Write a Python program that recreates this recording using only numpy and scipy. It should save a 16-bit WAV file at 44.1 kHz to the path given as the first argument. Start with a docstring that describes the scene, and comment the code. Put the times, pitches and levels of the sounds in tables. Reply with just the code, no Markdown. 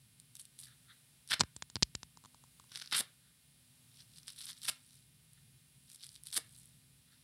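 """A scouring pad is torn by soapy hands close to a phone: fibres snap one by one, then the pad rips through.
Random noise bursts, coloured by fibre resonances, make the tear; shaped noise adds squishes and low puffs.
After the first rip flung suds patter on the phone's case, as impulses ringing its damped modes.
A small room answers with decaying noise; a far machine rumbles as filtered noise beside a faint hum,
and the phone's electronics leak a thin buzz of paired spikes and a noise hiss."""
import sys
import numpy as np
from scipy import signal
from scipy.fft import rfft, irfft, next_fast_len
from scipy.io import wavfile
from scipy.ndimage import uniform_filter1d, map_coordinates

SR = 44100
rng = np.random.default_rng(int(sys.argv[2]) if len(sys.argv) > 2 else 0)


def wav_out(sig):
    """Save sig, one row per channel (or a flat mono array), as 16-bit PCM at SR to the path in sys.argv[1]."""
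    wavfile.write(sys.argv[1], SR, np.round(np.clip(np.atleast_2d(sig).T, -1, 1) * 32767).astype(np.int16))


def nominal_scale(level):
    """Amplitude ratio for a level in decibels (scalar or array-like)."""
    x = np.asarray(level, float) / 20
    return 10 ** x


N = 318843  # samples


def unit(x):
    """Normalisation: equal power, rms 1."""
    return x / np.sqrt(np.mean(x ** 2) + 1e-20)


def along(points, hz):
    """Interpolation on a logarithmic frequency axis: (frequency [Hz], value) points read at hz."""
    f, v = np.transpose(points)
    return np.interp(np.log(hz + 1), np.log(f + 1), v)


def wobble(rate):
    """Slow random modulation: a smooth curve through random knots, rate knots a second."""
    knots = rng.standard_normal(int(N * rate / SR) + 4)
    return map_coordinates(knots, [np.arange(N) * rate / SR])


def filtered(x, response):
    """Linear filtering: the spectrum of x times a complex response of frequency."""
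    m = next_fast_len(N + 8192)
    return irfft(rfft(x, m) * response(np.fft.rfftfreq(m, 1 / SR)), m)[:N]


def coloured(x, spectrum):
    """Spectral shaping by (frequency [Hz], level [dB]) points; white noise keeps its power."""
    return filtered(x, lambda hz: unit(nominal_scale(along(spectrum, hz))))


def spikes(seconds, sizes):
    """Band-limited impulses: windowed sinc pulses at exact times between samples."""
    at = np.asarray(seconds)[:, None] * SR
    k = np.floor(at).astype(int) + np.arange(-7, 9)
    window = np.cos(np.pi * (k - at) / 16) ** 2
    shape = np.asarray(sizes)[:, None] * np.sinc(k - at) * window
    ok = (k >= 0) & (k < N)
    return np.bincount(k[ok], shape[ok], N)


def bursts(strikes, life_s):
    """Exponential decay: each strike sets off noise that falls to 1/e in life_s."""
    envelope = signal.lfilter([1], [1, -np.exp(-1 / (life_s * SR))], strikes)
    return envelope * rng.standard_normal(N)


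# the clearest single fibre snaps: (time [s], drive level [dB])
FIBRE_SNAPS = [(0.1998, -34.5), (0.3534, -32.5), (0.3679, -36), (0.4112, -39), (0.4534, -37.5), (0.59, -34),
               (1.276, -35), (1.2892, -37), (1.309, -29.5), (2.7187, -39), (2.751, -30), (2.758, -27),
               (2.774, -28.5), (2.7993, -30), (2.8217, -32), (2.843, -38), (2.8601, -34.5), (2.875, -38),
               (2.9125, -30), (2.9185, -29), (4.184, -38), (4.2318, -39.5), (4.2751, -37), (4.281, -28.5),
               (4.362, -42), (4.3902, -34.5), (4.415, -32.5), (4.484, -39), (4.4926, -33), (4.499, -29),
               (4.618, -36), (4.6322, -29.5), (5.3332, -42), (5.9004, -37), (5.9169, -36), (5.9471, -42.5),
               (5.9598, -41), (6.008, -42), (6.0306, -38), (6.0355, -34.5), (6.0429, -34), (6.05, -40),
               (6.0667, -34.5), (6.0911, -39), (6.1549, -37.5), (6.1613, -40.5), (6.236, -35),
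               (6.2564, -37), (6.27, -31.5), (6.304, -39), (6.3143, -36), (6.328, -27.5), (6.389, -38.5)]


def tear():
    """Random impulse process: fibres break faster as the tear gets harder, over a fine fizz; some snap alone."""
    level_db, share_db = effort_of_hands()
    base_rate = 1600 * nominal_scale(np.clip(0.81 * (level_db + 49.0), -5, 17))  # breaks a second before clumping
    clumping = np.clip(-.03 * (level_db + 24), .05, .7)  # slow tearing comes in clumps
    chance = base_rate / SR * np.exp(clumping * wobble(120))
    sizes = nominal_scale(3.4 * np.minimum(rng.exponential(size=N), 3.2))
    strikes = (rng.random(N) < chance) * sizes
    fizz = .25 * rng.standard_normal(N)
    grains = bursts(strikes, life_s=0.0003) + fizz
    power = uniform_filter1d(grains ** 2, size=700)  # the hands feed the tear evenly over 16 ms
    crackle = nominal_scale(level_db + 1.04) * grains / np.sqrt(np.abs(power))

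    at, drive_db = np.transpose(FIBRE_SNAPS)
    blows = spikes(at, nominal_scale(drive_db))
    snaps = 0.95 * blows + 0.69 * bursts(blows, life_s=0.0004) + 0.12 * bursts(blows, life_s=.0025)

    # hard or dull tearing moves the foam too
    depth_db = np.clip(0.57 * (level_db + 40.0) - 1.5 * (share_db + 6.5), -12, 2.5)
    # gentle tugs break the thin fibres
    thin = np.clip(-.03 * (level_db + 26) + .7 * wobble(300), 0, 1)
    # treble leans against body by a random amount; a full rip averages many breaks
    lean_db = 2.5 * np.clip(-.06 * (level_db + 27.5), 0, 1) * wobble(250)
    crackling = fibre(crackle, lean_db, thin, share_db, depth_db)
    return crackling + fibre(snaps, lean_db / 2 - 1.0, thin, share_db, depth_db)


# short tugs on the pad:
# (peak time [s], swell [s], fall [s], crackle drive level [dB], treble share [dB])
PAD_TUGS = [(0.357, 0.0089, 0.021, -58, -2), (0.397, 0.0096, 0.033, -49.5, -1.5),
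            (0.597, 0.019, .08, -53.5, -1), (0.636, 0.061, 0.073, -53.5, -2.5),
            (1.302, 0.015, .02, -46, -5), (2.721, 0.016, 0.031, -53, -11), (2.757, 0.055, 0.16, -51, -8.5),
            (2.822, 0.035, 0.021, -47, -8.5), (2.84, .02, 0.12, -59, -12), (4.016, 0.12, 0.029, -58.5, -8),
            (4.184, 0.091, 0.024, -56.5, -5), (4.288, 0.028, 0.072, -49, -5),
            (4.389, 0.043, 0.072, -51.5, -3.5), (4.497, 0.052, 0.053, -45.5, -5.5),
            (4.575, 0.027, 0.043, -58, -4), (4.64, 0.029, 0.11, -45.5, -3.5), (4.95, 0.34, 0.15, -64.5, -2),
            (5.87, 0.35, .05, -71, 5), (5.948, 0.11, 0.021, -57.5, -2.5), (6.04, 0.071, 0.086, -56, -5),
            (6.159, 0.2, 0.049, -61.5, -3.5), (6.272, 0.02, 0.037, -49, -2), (6.58, 0.27, 0.22, -61.5, -1),
            (7.13, .15, 0.29, -72.5, -16)]
# runs where the tear travels through the pad and stops dead:
# (start [s], length [s], first drive level [dB], last drive level [dB], treble share [dB])
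TEAR_RUNS = [(1.309, .034, -36.5, -32, -9), (2.924, .046, -36.5, -33.5, -8), (2.963, 0.045, -33, -34, -2),
             (4.406, .075, -51.5, -50.5, -3.5), (4.652, 0.02, -43.5, -48, -5),
             (4.682, 0.0157, -33, -33, -3.5), (6.331, 0.014, -43.5, -43, -2),
             (6.353, 0.025, -41, -29.5, -2)]


def effort_of_hands():
    """Envelope by the maximum rule: the strongest tug or run sets crackle level and treble share."""
    swell_db = 20  # rise over a tug's swell and loss over its fall
    bite_db_per_s, stop_db_per_s = 1796.5, 3496  # how fast a run starts and stops
    t = np.arange(N) / SR
    shapes = []
    for s, swell, fall, db, share in PAD_TUGS:
        shapes.append((db - swell_db * np.maximum((s - t) / swell, (t - s) / fall), share))
    for s, length, first_db, last_db, share in TEAR_RUNS:
        plateau_db = np.interp(t, [s, s + length], [first_db, last_db])
        bite_db = bite_db_per_s * np.maximum(s - t, 0)
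        stop_db = stop_db_per_s * np.maximum(t - s - length, 0)
        shapes.append((plateau_db - bite_db - stop_db, share))

    level_db, share_db = np.full(N, -90.), np.zeros(N)
    for db, share in shapes:
        share_db = np.where(db > level_db, share, share_db)
        level_db = np.maximum(db, level_db)
    return level_db, uniform_filter1d(share_db, size=400)


# body of a breaking fibre at mean pitch: (frequency [Hz], relative spectral density [dB])
BODY_SPECTRUM = [(70, -17), (160, -10), (565, -20), (800, -14), (1530, 0.5), (2600, -4), (3600, 3.5),
                 (5600, -1.5), (6500, -19), (8580, -27), (14500, -120)]
# treble edge of a breaking fibre: (frequency [Hz], relative spectral density [dB])
EDGE_SPECTRUM = [(4060, -39), (6900, -13), (8310, -1.5), (10400, -1.5), (13200, -15.5), (16000, -31.5)]


def fibre(burst, tilt_db, thin, share_db, depth_db):
    """Resonance scaling: deep, body and edge bands share a break's power, and thin fibres ring higher."""
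    thin_pitch = 1.052  # ratio to the mean body pitch; thick fibres take the inverse
    edge = np.clip(nominal_scale(share_db), 0, .98)
    out = coloured(burst * edge * nominal_scale(tilt_db), EDGE_SPECTRUM)
    for part, pitch in (thin, thin_pitch), (1 - thin, 1 / thin_pitch):
        body = burst * part * np.sqrt(1 - edge ** 2) * nominal_scale(-tilt_db)
        deep = filtered(body, lambda hz: 1 / (1 + (hz / 2900) ** 8))
        spectrum = [(hz * pitch, db) for hz, db in BODY_SPECTRUM]
        out = out + coloured(body + deep * (nominal_scale(depth_db) - 1), spectrum)
    return out


# wet fingers squeeze the foam: (middle [s], length between 1/e points [s], mean level at the middle [dB])
FOAM_SQUEEZES = [(0.673, 0.11, -71.5), (0.92, 0.17, -71), (3.263, 0.12, -77.5), (5.382, 0.018, -72.5),
                 (7.12, 0.07, -73)]


def log_bell(hz, centre_hz, spread):
    """Gaussian passband in the natural logarithm of frequency."""
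    return np.exp(-(np.log(hz / centre_hz + 1e-9) / spread) ** 2)


def squish():
    """Flow noise: air hisses softly through wide and narrow wet pores, swelling and fading."""
    t = np.arange(N) / SR
    swell = sum(nominal_scale(db) * np.exp(-(2 * (t - s) / length) ** 2) for s, length, db in FOAM_SQUEEZES)
    pores = filtered(rng.standard_normal(N),
                     lambda hz: log_bell(hz, 1610, 0.29) + nominal_scale(-1.5) * log_bell(hz, 3750, 0.17))
    return swell * nominal_scale(5.4 * wobble(40)) * unit(pores)


# the halves of the pad spring apart at the end of a rip: (time [s], level [dB])
PAD_PARTINGS = [(1.342, -60), (3.007, -48.5), (4.694, -72), (6.38, -53)]


def parting():
    """Release of stored strain: a low puff of band noise as the stretched foam lets go."""
    half_length_s = .012  # from the peak to 1/e
    t = np.arange(N) / SR
    swell = sum(nominal_scale(db) * np.exp(-((t - s) / half_length_s) ** 2) for s, db in PAD_PARTINGS)
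    low = filtered(rng.standard_normal(N), lambda hz: log_bell(hz, 404, 1))
    return swell * unit(low)


# blobs of suds landing on the case, drive level of each mode:
# (time [s], tick [dB], thud [dB], hollow [dB], bright [dB])
SUDS_BLOBS = [(1.3956, -21.5, -40, -37, -34.5), (1.4025, -22, -34.5, -34, -22),
              (1.4047, -27.5, -43.5, -35, -21.5), (1.408, -6.5, -32.5, -14, -17.5),
              (1.413, -20, -28.5, -19, -24.5), (1.4213, -45, -39.5, -38, -48.5),
              (1.4353, -33, -36.5, -35, -45.5), (1.5642, -34.5, -48, -43.5, -30.5),
              (1.6231, -26, -49, -29, -29), (1.6999, -41.5, -59, -48.5, -40),
              (1.7566, -19.5, -36, -28.5, -34), (1.7661, -30.5, -39, -31.5, -55),
              (1.8248, -12.5, -24.5, -18, -24), (1.8302, -8, -36.5, -63, -18.5),
              (1.9503, -39, -38, -33.5, -37), (1.9523, -24.5, -52, -54, -30),
              (2.0311, -32, -48.5, -36, -35)]
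# tick, thud, hollow and bright case modes under a wet splat: (frequency [Hz], width [Hz])
CASE_MODES = [(4380, 2700), (85, 210), (1354, 2230), (7350, 2300)]
# light drops that trail behind: (time [s], hollow drive level [dB], pitch of the free hollow ring [Hz])
LIGHT_DROPS = [(2.1722, -52.5, 970), (2.2389, -56.5, 1010), (2.249, -53, 1080), (2.2578, -52.5, 1030),
               (2.3453, -55, 970), (2.4385, -57.5, 970), (2.598, -54, 1067), (2.64, -63, 1030)]


def suds():
    """Modal excitation: each blob rings the case's modes; light drops leave the hollow one less damped."""
    free_width_hz = 360  # the less damped hollow mode
    s, *levels = np.transpose(SUDS_BLOBS)
    out = sum(knock(s, db, *mode) for db, mode in zip(levels, CASE_MODES))
    # each blow also sets off a faint, less damped hollow ring near 1 kHz
    out = out + knock(s, levels[2] - 20, 1020, free_width_hz)
    for at, db, hz in LIGHT_DROPS:
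        out = out + knock(np.array([at]), np.array([db]), hz, free_width_hz)
    s, db, _ = np.transpose(LIGHT_DROPS)
    tick, thud, _, bright = CASE_MODES
    for over_db, mode in (5.5, tick), (-7.5, thud), (6, bright):  # over the hollow drive level
        out = out + knock(s, db + over_db, *mode)
    return filtered(out, lambda f: 1 / (1 + 1j * f / 11000) ** 4)  # a soft contact dulls the top


def knock(s, db, hz, width_hz):
    """Damped resonance: blows and a short spatter ring one mode; fine spatter barely moves low modes."""
    blow = spikes(s, nominal_scale(db + 11.5) * SR / (2 * np.pi * width_hz))
    spatter = blow + 0.17 * (hz / 4500) * bursts(blow, life_s=0.0016)
    # two equal resonators in cascade
    return filtered(spatter, lambda f: (1j * f * width_hz / (hz * hz - f * f + 1j * f * width_hz)) ** 2)


# reverberation of the small room: (frequency [Hz], time to decay by 60 dB [s])
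ROOM_DECAY = [(300, 0.27), (2000, .3), (6000, 0.16), (14000, 0.1)]


def room(x):
    """Reverberation: convolution with noise in which each frequency dies at its own speed."""
    hz, t, z = signal.stft(rng.standard_normal(SR // 2), SR, nperseg=256)
    decay = nominal_scale(-60 * t / along(ROOM_DECAY, hz)[:, None])
    tail = signal.istft(z * decay, SR, nperseg=256)[1]
    delayed = np.pad(x, (150, 0))  # samples
    return signal.fftconvolve(delayed, tail / np.linalg.norm(tail))[:N]


def buzz():
    """Periodic switching: five scans in each screen refresh, each an on spike and an opposite off spike."""
    refresh_hz, scan_s, first_s = 59.849, .003276, -.004240  # refresh rate, scan step, first scan
    frames = np.arange(int(N / SR * refresh_hz) + 2) / refresh_hz
    on = (first_s + frames[:, None] + scan_s * np.arange(5)).ravel()
    edges = spikes(on, np.ones(len(on))) - spikes(on + .000148, np.full(len(on), .9))
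    return nominal_scale(-53.0) * coloured(edges, [(800, -8.5), (2500, -1.0), (9000, 0.5), (15000, -3.0)])


# rumble of the far machine: (frequency [Hz], relative spectral density [dB])
RUMBLE_SPECTRUM = [(30, -21), (54, -3), (86, -10), (134, 3), (265, -20), (500, -33.5), (650, -58),
                   (1100, -120)]
# hiss of the microphone: (frequency [Hz], relative spectral density [dB])
HISS_SPECTRUM = [(300, -6.5), (1200, -9.5), (3800, -3.5), (6200, -8.5), (10000, 0.5), (13800, -12),
                 (15800, -11.5)]


def background():
    """Stationary noise, slowly modulated: a wavering rumble with a faint hum, and microphone hiss."""
    t = np.arange(N) / SR
    waver_db = 1.3 * wobble(2) + 1.3 * wobble(8)
    rumble = nominal_scale(-69.5 + waver_db) * coloured(rng.standard_normal(N), RUMBLE_SPECTRUM)
    hum = nominal_scale(-80.0 + 2.6 * wobble(4.4)) * np.sin(2 * np.pi * 251 * t + 0.36 * wobble(14))
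    hiss = nominal_scale(-70.5 + 1.5 * wobble(1.8)) * coloured(rng.standard_normal(N), HISS_SPECTRUM)
    return rumble + hum + hiss


def scene():
    """Superposition: pad and suds near the phone, the room's answer, buzz and background."""
    pad = tear() + squish() + parting()
    blobs = suds()
    answer = room(nominal_scale(-15.0) * pad + nominal_scale(-39.5) * blobs)
    return (pad + blobs + answer + buzz() + background())[None]


def roll_off(x):
    """The treble ends steeply here."""
    return signal.sosfilt(signal.butter(12, 16480, fs=SR, output="sos"), x)


def record(dry):
    """Band limiting: the phone cuts the deepest bass and keeps nothing above its band limit."""
    kept = signal.sosfilt(signal.butter(4, 58, "high", fs=SR, output="sos"), dry[0])
    kept = filtered(kept, lambda hz: hz < 15850)
    return roll_off(kept[None])


dry = scene()
out = record(dry)
wav_out(out)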